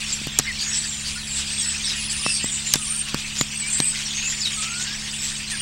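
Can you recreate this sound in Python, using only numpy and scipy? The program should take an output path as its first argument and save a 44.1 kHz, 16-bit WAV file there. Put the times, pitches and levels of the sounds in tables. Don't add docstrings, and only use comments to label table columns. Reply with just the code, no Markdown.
import sys
import numpy as np
from scipy import signal
from scipy.fft import rfft, irfft
from scipy.io import wavfile

SR = 44100
rng = np.random.default_rng(int(sys.argv[2]) if len(sys.argv) > 2 else 0)


def gain_from_db(level_db):
    decades = np.asarray(level_db, float) / 20
    return 10 ** decades


def wav_record(signal):
    frames = np.transpose(np.atleast_2d(signal))
    bounded = np.clip(frames, -1, 1)
    quanta = np.round(bounded * 32767).astype(np.int16)
    wavfile.write(sys.argv[1], SR, quanta)


N = 247401

# start_s, length_s, pitch_hz, level_db
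STEADY_NOTES = [(.215, .038, 8100, -41), (.235, .029, 4640, -36), (.018, .03, 9400, -43),
                (.025, .022, 7950, -39), (.243, .018, 2650, -38), (.48, .03, 5000, -39),
                (1.665, .065, 5250, -39), (1.815, .03, 6450, -38), (2.28, .013, 2660, -24),
                (2.301, .008, 2660, -24.5), (2.317, .006, 2660, -28), (2.243, .004, 2600, -31),
                (4.58, .012, 7600, -33), (1.16, .014, 5200, -33), (4.4, .03, 7120, -36),
                (2.99, .035, 8700, -29), (3.42, .02, 12000, -54), (3.71, .1, 2500, -43),
                (3.94, .006, 8100, -31), (4.05, .08, 8300, -42), (4.57, .048, 8500, -30),
                (4.6, .06, 7000, -37), (4.69, .035, 6500, -36), (.762, .036, 7900, -27),
                (.842, .014, 6100, -35), (5.015, .085, 9250, -45), (2.46, .09, 8955, -43),
                (.32, .05, 7560, -39), (.69, .11, 7880, -29), (.746, .06, 8700, -38),
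                (.755, .029, 7410, -27), (.955, .099, 8780, -45), (1.016, .395, 9670, -46),
                (1.41, .94, 8930, -46), (1.645, .01, 5200, -28), (1.652, .038, 8880, -35),
                (1.99, .045, 9750, -36), (2.255, .018, 2660, -25.5), (2.432, .032, 7540, -28),
                (2.56, .041, 7130, -34), (2.577, .061, 8070, -34), (2.662, .029, 7110, -27),
                (3.386, .034, 6980, -26), (3.712, .044, 6200, -35), (3.744, .035, 7470, -28),
                (3.835, .032, 8200, -20), (3.876, .035, 8120, -19), (3.915, .012, 8080, -27),
                (4.09, .044, 6855, -35), (4.15, .07, 6550, -34), (4.22, .28, 10560, -57),
                (4.232, .058, 2610, -31), (4.52, .045, 6760, -32), (5.12, .052, 8810, -38),
                (5.09, .1, 7780, -39)]
# start_s, length_s, start_hz, end_hz, level_db
SLIDES = [(.123, .011, 8100, 7200, -23), (.088, .03, 5600, 4600, -33), (.138, .035, 11500, 10600, -49),
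          (.14, .035, 5900, 5500, -38), (.34, .04, 3150, 3350, -41), (1.617, .02, 5950, 5300, -28),
          (1.595, .018, 8350, 7600, -27), (2.178, .008, 9000, 6000, -38), (2.25, .03, 4850, 5500, -34),
          (4.383, .03, 6900, 5500, -40), (1.158, .025, 1430, 1450, -40), (1.18, .04, 4450, 3900, -37),
          (1.08, .08, 8450, 9500, -41), (1.62, .025, 7250, 7750, -34), (1.47, .03, 7200, 8000, -37),
          (1.611, .003, 7600, 5600, -34), (1.85, .033, 5950, 4950, -31), (1.89, .035, 4550, 3650, -28),
          (1.95, .055, 3400, 2600, -39), (2.194, .055, 1210, 1120, -47), (2.34, .04, 4750, 4400, -33),
          (2.345, .045, 8300, 5100, -38), (2.435, .035, 7300, 8300, -30), (2.76, .06, 7500, 8650, -38),
          (2.757, .015, 3600, 3500, -32), (2.78, .07, 1300, 1200, -48), (2.87, .1, 1070, 1430, -48),
          (3.59, .04, 8400, 7650, -28), (3.66, .018, 8000, 8700, -34), (4.413, .042, 5400, 3900, -28),
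          (4.452, .032, 3900, 3700, -26), (1.575, .043, 3560, 3250, -31), (4.49, .075, 3400, 2150, -42),
          (4.57, .04, 1320, 1240, -41), (4.625, .065, 1300, 1320, -39), (4.7, .13, 1350, 1490, -40),
          (4.875, .078, 1570, 1720, -40), (5.35, .022, 4200, 6500, -40), (2.715, .018, 7100, 6100, -32),
          (.95, .07, 7250, 6950, -37), (5.515, .04, 1950, 1580, -33)]
# start_s, length_s, start_hz, end_hz, level_db
SETTLING_NOTES = [(.647, .052, 6760, 6570, -33), (.882, .075, 7720, 7260, -32),
                  (1.271, .04, 7810, 7600, -34), (4.49, .075, 3300, 2250, -42),
                  (1.495, .099, 7920, 8410, -31), (1.645, .055, 7720, 7900, -26),
                  (1.705, .045, 7980, 8050, -31), (1.76, .04, 8150, 8330, -38),
                  (1.955, .04, 10400, 9900, -44), (2.128, .075, 9340, 9040, -35),
                  (2.27, .07, 7500, 8400, -34), (2.337, .113, 8790, 8450, -34),
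                  (2.653, .102, 7460, 7240, -30), (2.813, .073, 7770, 7520, -38),
                  (2.818, .096, 8660, 8800, -31), (3.672, .104, 8700, 8550, -26),
                  (3.701, .038, 7130, 7300, -30), (3.733, .046, 4920, 4820, -39),
                  (4.299, .125, 7220, 7090, -35), (4.418, .09, 8120, 8490, -39),
                  (4.54, .04, 8740, 8560, -40), (4.92, .07, 7600, 7820, -41), (5.19, .084, 7760, 7660, -34),
                  (.81, .06, 9050, 9300, -45), (1.5, .03, 5400, 4950, -38), (.735, .02, 6700, 7200, -33),
                  (5.075, .03, 4100, 3600, -36), (5.475, .015, 3700, 4300, -34),
                  (2.38, .03, 5400, 4300, -36), (.865, .02, 5100, 4500, -34), (5.03, .05, 6500, 6550, -41),
                  (5.362, .025, 6600, 6700, -37), (1.07, .025, 12100, 12100, -55),
                  (1.68, .015, 12600, 12400, -56), (3.68, .055, 13100, 12700, -55),
                  (3.53, .03, 12100, 12000, -56), (5.291, .122, 8590, 8440, -39),
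                  (5.474, .044, 8510, 8290, -38), (5.529, .081, 8960, 8880, -35)]
# start_s, length_s, start_hz, end_hz, level_db
BENDING_NOTES = [(.475, .038, 2110, 1780, -25.5), (.784, .096, 7900, 7720, -32),
                 (3.62, .075, 2270, 2520, -33), (1.625, .041, 1870, 1970, -40),
                 (1.965, .061, 2470, 2620, -37), (2.04, .045, 9750, 9700, -32),
                 (2.255, .052, 5520, 5350, -32), (2.293, .052, 5030, 4810, -31),
                 (2.421, .052, 1920, 2150, -39), (2.456, .049, 3800, 3400, -37),
                 (2.464, .11, 8190, 7970, -32), (2.89, .14, 8800, 8620, -29),
                 (3.035, .035, 8600, 8650, -37), (3.068, .049, 1120, 1070, -47),
                 (3.2, .14, 7800, 7600, -44), (3.52, .03, 6000, 5950, -34), (3.552, .03, 8400, 8450, -28),
                 (3.779, .055, 8330, 8500, -22), (3.825, .055, 2380, 2590, -37),
                 (4.05, .035, 5500, 5950, -37), (4.258, .052, 7260, 7550, -28),
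                 (4.508, .05, 1150, 1200, -48), (4.708, .052, 7880, 7980, -35),
                 (4.748, .102, 8230, 8440, -38), (5.185, .03, 5410, 5350, -34)]
# start_s, length_s, throat_hz, level_db
RASPS = [(0.13, 0.013, 7400, -25), (0.142, 0.026, 10700, -46), (2.094, 0.038, 8900, -32.5),
         (2.66, 0.014, 9200, -41), (2.87, 0.026, 5616, -35), (3.27, 0.022, 9400, -48),
         (3.98, 0.053, 2330, -36), (3.943, 0.023, 2160, -35), (4.145, 0.05, 6400, -30),
         (4.173, 0.029, 2400, -35), (2.915, .07, 11100, -52), (4.248, .06, 12600, -56),
         (4.44, .04, 12400, -57), (4.53, .03, 11000, -51), (4.61, 0.13, 2600, -34),
         (5.216, .045, 12300, -48), (0.83, .025, 4750, -31), (1.622, .018, 11800, -51),
         (1.847, .07, 10500, -50), (5.509, 0.028, 8830, -30.5)]
# start_s, length_s, throat_hz, level_db
MORE_RASPS = [(0.59, 0.041, 4600, -26), (0.6, 0.11, 6820, -32), (0.724, 0.034, 5480, -24.5),
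              (1.046, 0.046, 4610, -30), (1.305, .1, 7500, -30.5), (1.33, .07, 8000, -30),
              (1.6, .02, 6700, -34), (.61, .04, 8500, -40), (4.82, 0.027, 7400, -33), (4.4, .03, 7100, -33),
              (1.583, 0.043, 8300, -26.5), (1.674, 0.052, 7950, -28.5), (1.838, 0.03, 8300, -29),
              (1.87, 0.029, 5200, -28.5), (1.84, 0.034, 3700, -31), (2.5, 0.08, 7800, -32),
              (3.66, .025, 7500, -35), (1.96, 0.07, 10150, -40), (2.138, 0.21, 9240, -31),
              (2.097, 0.025, 4800, -29), (2.259, 0.1, 5400, -31.5), (2.288, 0.087, 8350, -27.5),
              (2.328, 0.076, 4600, -31.5), (2.77, 0.11, 9600, -37), (2.878, 0.098, 8870, -30.5),
              (3.381, 0.039, 7020, -24.5), (2.24, .1, 9700, -40), (2.5, .06, 7150, -30),
              (2.1, .025, 7800, -27), (4.1, 0.036, 3400, -31), (4.22, .05, 6800, -31),
              (4.05, .03, 5650, -30.5), (3.6, 0.029, 8100, -35), (3.71, 0.061, 7700, -24.5),
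              (3.836, 0.059, 8160, -23), (4.269, 0.059, 7070, -28), (4.45, 0.03, 3900, -29),
              (4.809, 0.031, 6780, -30), (5.219, 0.048, 7700, -29.5), (5.584, .034, 8770, -31)]
# start_s, length_s, low_part_db, high_part_db
RATTLES = [(.0, 0.0078, -31, -54), (0.094, 0.038, -31, -52), (0.601, 0.037, -34, -46),
           (0.73, 0.051, -30, -57), (1.057, 0.058, -31, -54), (1.361, 0.054, -30, -51),
           (1.88, 0.044, -30, -49), (2.104, 0.031, -34, -44), (2.649, 0.084, -34.5, -62),
           (3.083, 0.015, -31, -46), (3.173, 0.031, -34, -49), (3.351, 0.049, -29, -48),
           (3.781, 0.015, -32, -39), (3.83, 0.036, -51, -43), (3.88, 0.034, -52, -45),
           (3.95, .072, -31.5, -50), (4.283, 0.044, -34, -50), (4.45, 0.03, -31.5, -47),
           (4.619, 0.029, -27.5, -57), (4.794, 0.035, -30, -49), (5.212, 0.096, -31, -58),
           (5.4, 0.017, -52, -51), (5.497, 0.028, -30.5, -45)]
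# start_s, crowd_effort_db, lean_db (towards the high squealers)
FAR_CROWD = [(0, -33.5, 0.5), (.36, -42.5, -2.5), (.64, -36.5, -2.5), (.8, -34.5, 0.5), (1.14, -39.5, 1),
             (1.51, -35.5, -1.5), (2.03, -35.5, -2), (2.22, -36, -2.5), (2.86, -36.5, 2.5),
             (3.14, -38.5, -1.5), (3.61, -38, 0.5), (3.75, -41, -4), (3.94, -36, 0), (4.25, -37, -3),
             (4.61, -35, 1.5), (4.91, -38, -3.5), (5.3, -37.5, 1.5), (5.61, -41, -4)]
# frequency_hz, density_db (per Hz)
FAR_COLOUR = [(290, -10), (500, -9.5), (594, -14.5), (807, -7.5), (1010, -6), (1500, -6.5), (2020, -3),
              (2250, -3), (2570, 1), (3980, -0.5), (5260, 2), (6420, 0.5), (7640, 7.5), (9500, 1.5),
              (12000, -9.5), (15600, -36), (22000, -120)]
# frequency_hz, density_db (per Hz)
AIR_COLOUR = [(12, -35), (20, 31), (65, 31.5), (168, 20), (216, 23.5), (262, 20), (590, -7), (1190, -24),
              (2600, 15.5), (5230, -10), (7730, 1), (12100, 2.5), (16000, -7)]
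# frequency_hz, density_db (per Hz)
RUMBLE_COLOUR = [(12, -29), (22, 8), (32, -1), (50, -11), (90, -30), (2000, -18), (9000, -50)]
# multiple (of the hum pitch), level_db
HUM_PARTIALS = [(2, -46), (2.5, -63), (3, -44), (4, -68.5), (4.5, -65), (5, -65.5)]
# time_s, level_db
HUM_BASE = [
    (0.0, -50),
    (1.31, -44.5),
    (5.61, -60),
]
# pitch_hz, level_db
SCAN_TONES = [(15734.2, -66), (15747.3, -70)]
PRESS_TIMES = [.2155, .2704, .388, .3967, 2.2632, 2.443, 2.7374, 2.7565, 3.1442, 3.4112, 3.8018]
# knock_db, clack_db, clack_hz, snap_db, snap_hz, tick_db
PRESSES = [(-28, -39, 1200, -32, 11000, -46), (-20, -19.5, 1100, -19.5, 11800, -34),
           (-43, -3, 3400, 6, 8200, -25), (-19, -12, 1180, -9, 6200, -22),
           (-20, -3.5, 1190, -27, 5000, -34), (-20, -19, 920, -25, 13000, -36),
           (-22, -10, 4340, 5.5, 6900, -17), (-18, -14, 1520, -7, 5800, -26),
           (-16, -15, 1160, -8.5, 4950, -16), (-13, -7.5, 1200, -5.5, 4814, -18),
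           (-14.5, -20, 900, -5, 4260, -26)]


def evened(x):
    return x / np.sqrt(np.mean(abs(x) ** 2) + 1e-20)


def add(mix, s, sound):
    part = mix[max(round(s * SR), 0):][:len(sound)]
    part += sound[:len(part)]


def chance():
    a, b = rng.standard_normal((2, N + SR))
    return a + 1j * b


def flutter(strip, count, hz):
    settle = 400
    start = rng.integers(N)
    b, a = signal.butter(3, min(hz, 8000), fs=SR)
    return evened(signal.lfilter(b, a, strip[start:start + count + settle])[settle:])


def coloured(x, points):
    f, db = np.transpose(points)
    hz = np.fft.rfftfreq(N, 1 / SR)
    gain = gain_from_db(np.interp(np.log(hz + 1), np.log(f + 1), db))
    return irfft(rfft(x, N) * gain, N)


def background(strip):
    t = np.arange(N) / SR
    air = gain_from_db(-45) * evened(coloured(rng.standard_normal(N), AIR_COLOUR))
    rumble = gain_from_db(-48) * evened(coloured(rng.standard_normal(N), RUMBLE_COLOUR))
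    hum_hz = 70.8
    drift = 0.0024 * flutter(strip[::-1][:N + 400].repeat(2), N, hz=0.95).real
    turns = hum_hz * t + drift
    hum = gain_from_db(np.interp(t, *np.transpose(HUM_BASE))) * np.sin(2 * np.pi * turns)
    for multiple, db in HUM_PARTIALS:
        hum += gain_from_db(db) * np.sin(2 * np.pi * (multiple * turns + rng.random()))
    scan = sum(gain_from_db(db) * np.sin(2 * np.pi * hz * t) for hz, db in SCAN_TONES)
    return air + rumble + np.sqrt(2) * (hum + scan)


def rasp(strip, length, hz, width_hz, db, rate):
    t = np.arange(round(length * 1.684 * SR)) / SR
    turns = np.cumsum(rate * (1 + 0.282 * flutter(strip, len(t), hz=61.4).real)) / SR
    puffs = np.exp(0.47 * np.cos(2 * np.pi * turns))
    ring = (np.exp(2j * np.pi * hz * t) * flutter(strip, len(t), width_hz / 2)).real
    return gain_from_db(db) * evened(ring * puffs) * signal.windows.tukey(len(t), .7)


def whistle(strip, length, start_hz, middle_hz, end_hz, db, rough):
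    u = np.linspace(-1, 1, round((length + 0.0092) * SR))
    slope = (end_hz - start_hz) / 2
    bend = (end_hz + start_hz) / 2 - middle_hz
    hz = middle_hz + slope * u + bend * u ** 2
    hz *= 1 + .006 * rough * np.sin(2 * np.pi * (16 * length * u + rng.random()))
    tone = np.exp(2j * np.pi * (np.cumsum(hz) / SR + rng.random()))
    tremble = 1 + rough * flutter(strip, len(u), hz=88.0)
    fade = signal.windows.tukey(len(u), min(700 / len(u), 1))
    return gain_from_db(db) * evened((tone * tremble).real) * fade


def near_birds(strip):
    out = np.zeros(N)
    early, late, quick = .85, .2, .58
    notes = [(s, length, hz, hz, db, 0) for s, length, hz, db in STEADY_NOTES]
    notes += [(*row, early) for row in SETTLING_NOTES]
    notes += [(*row, late) for row in BENDING_NOTES]
    for s, length, hz, end_hz, db, done in notes:
        clarity = .33 if hz < 2800 else .95
        rough = np.clip(.68 + .045 * (db + 30), .1, 1) * clarity
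        middle_hz = hz + done * (end_hz - hz)
        add(out, s - .004, whistle(strip, length, hz, middle_hz, end_hz, db - 1.5, rough))

    twin = 1.045
    for s, length, hz, end_hz, db in SLIDES:
        glide = np.array([hz, hz + quick * (end_hz - hz), end_hz])
        rough = .7 if hz > 3000 else .4
        add(out, s - .004, whistle(strip, length, *glide, db, rough))
        if hz > 1.3 * end_hz:
            add(out, s - .004, whistle(strip, length, *twin * glide, db - 3, rough=1))

    for s, length, hz, db in RASPS + MORE_RASPS:
        width_hz = 480 * (2.5 if hz > 10500 else 1)
        add(out, s - length / 4, rasp(strip, length, hz, width_hz, db, rate=450.0))
    for s, length, low_db, high_db in RATTLES:
        add(out, s - length / 4, rasp(strip, length, 4800, 4500, low_db, rate=134.0))
        add(out, s - length / 4, rasp(strip, length, 10400, 2000, high_db, rate=200.))
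    return out


def far_voices(strip):
    voices = []
    for pitch, slide, length, kind in rng.random((600, 4)):
        hz = 1500 + 7800 * pitch
        length = .003 + .026 * length ** 2
        fall = .36 * (slide - .35)
        if kind < .75:
            db = -9 * (1 - pitch) ** 3
            voice = whistle(strip, length, hz, hz * (1 - .4 * fall), hz * (1 - fall), db, rough=.7)
        else:
            voice = rasp(strip, length, hz, 400 + hz * .15 * slide, db=-1, rate=150 + 200 * pitch)
        voices.append(voice)
    return voices


def far_birds(strip):
    voices = far_voices(strip)
    babble = np.zeros(N)
    for s, which, size in rng.random((9500, 3)):
        add(babble, s * N / SR, gain_from_db(8 * size ** 5) * voices[int(which * len(voices))])
    blur = evened(babble + 1.5 * echoes(babble)) + .5 * rng.standard_normal(N)
    flock = rfft(coloured(blur, FAR_COLOUR))

    s, effort, lean = np.transpose(FAR_CROWD)
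    low_db = -29.5 + 0.18 * effort - 0.63 * lean
    levels = low_db, effort - lean, effort + lean
    octave = np.log2(np.fft.rfftfreq(N, 1 / SR) + 1)
    centres = np.log2([2300, 4800, 8000])
    t = np.arange(N) / SR
    out = np.zeros(N)
    for k, db in enumerate(levels):
        share = np.interp(octave, centres, np.eye(3)[k])
        out += gain_from_db(np.interp(t, s, db)) * evened(irfft(flock * share, N))
    return out


def echoes(x):
    t60_s, level_db = .22, -11
    t = np.arange(SR // 2) / SR
    tail = rng.standard_normal(len(t)) * gain_from_db(-60 * t / t60_s) * (t > .004)
    return gain_from_db(level_db) * signal.fftconvolve(x, tail / np.linalg.norm(tail))[:N]


def button(strip, knock_db, clack_db, clack_hz, snap_db, snap_hz, tick_db):
    t = np.arange(SR // 30) / SR

    def tone(hz):
        return np.exp(2j * np.pi * hz * t)

    knock = -np.sin(2 * np.pi * 215 * t + .8) * np.exp(-t / .0026) * (1 - np.exp(-t / .0006))
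    case = np.sin(2 * np.pi * 150 * t + 1.0) * np.exp(-t / 0.011) * (1 - np.exp(-t / 0.0048))
    knock -= 0.23 * case

    clack = (tone(clack_hz) * (-1 + .3 * flutter(strip, len(t), .8 * clack_hz))).real
    clack += -.45 * tone(1900).real + .4 * tone(600).real
    clack *= np.exp(-t / .0011) * (1 - np.exp(-t / .0007))

    sag = np.exp(2j * np.pi * snap_hz * (t - 35 * t ** 2))
    snap = (sag * (.6 + .9 * flutter(strip, len(t), hz=3400))).real * np.exp(-(t / .0018) ** 1.6)
    tick = (tone(11500) * flutter(strip, len(t), hz=3000)).real * np.exp(-(t / .0013) ** 2)
    rattle = (tone(3600) * flutter(strip, len(t), hz=2600)).real
    rattle *= t / 0.0055 * np.exp(-t / 0.0038)

    rise = 1 - np.exp(-t / (.00005 + .00006 * max(-snap_db, 0)))
    bright = gain_from_db(snap_db) * (snap + .3 * rattle) + gain_from_db(tick_db) * tick
    return 2 * gain_from_db(knock_db) * knock + gain_from_db(clack_db) * clack + rise * bright


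def scene():
    strip = chance()
    near = near_birds(strip)
    mix = near + echoes(near) + far_birds(strip) + background(strip)
    for s, press in zip(PRESS_TIMES, PRESSES):
        add(mix, s, button(strip, *press))
    return np.array([mix, mix])


def band_limit(x):
    return signal.sosfilt(signal.butter(12, 17140, fs=SR, output="sos"), x)


def record(dry):
    clipped = np.clip(dry, -.63, .64)
    edge = signal.firwin(401, 15950, window=("kaiser", 6), fs=SR)
    limited = signal.oaconvolve(clipped, edge[None], "same")
    return band_limit(limited)


dry = scene()
out = record(dry)
wav_record(out)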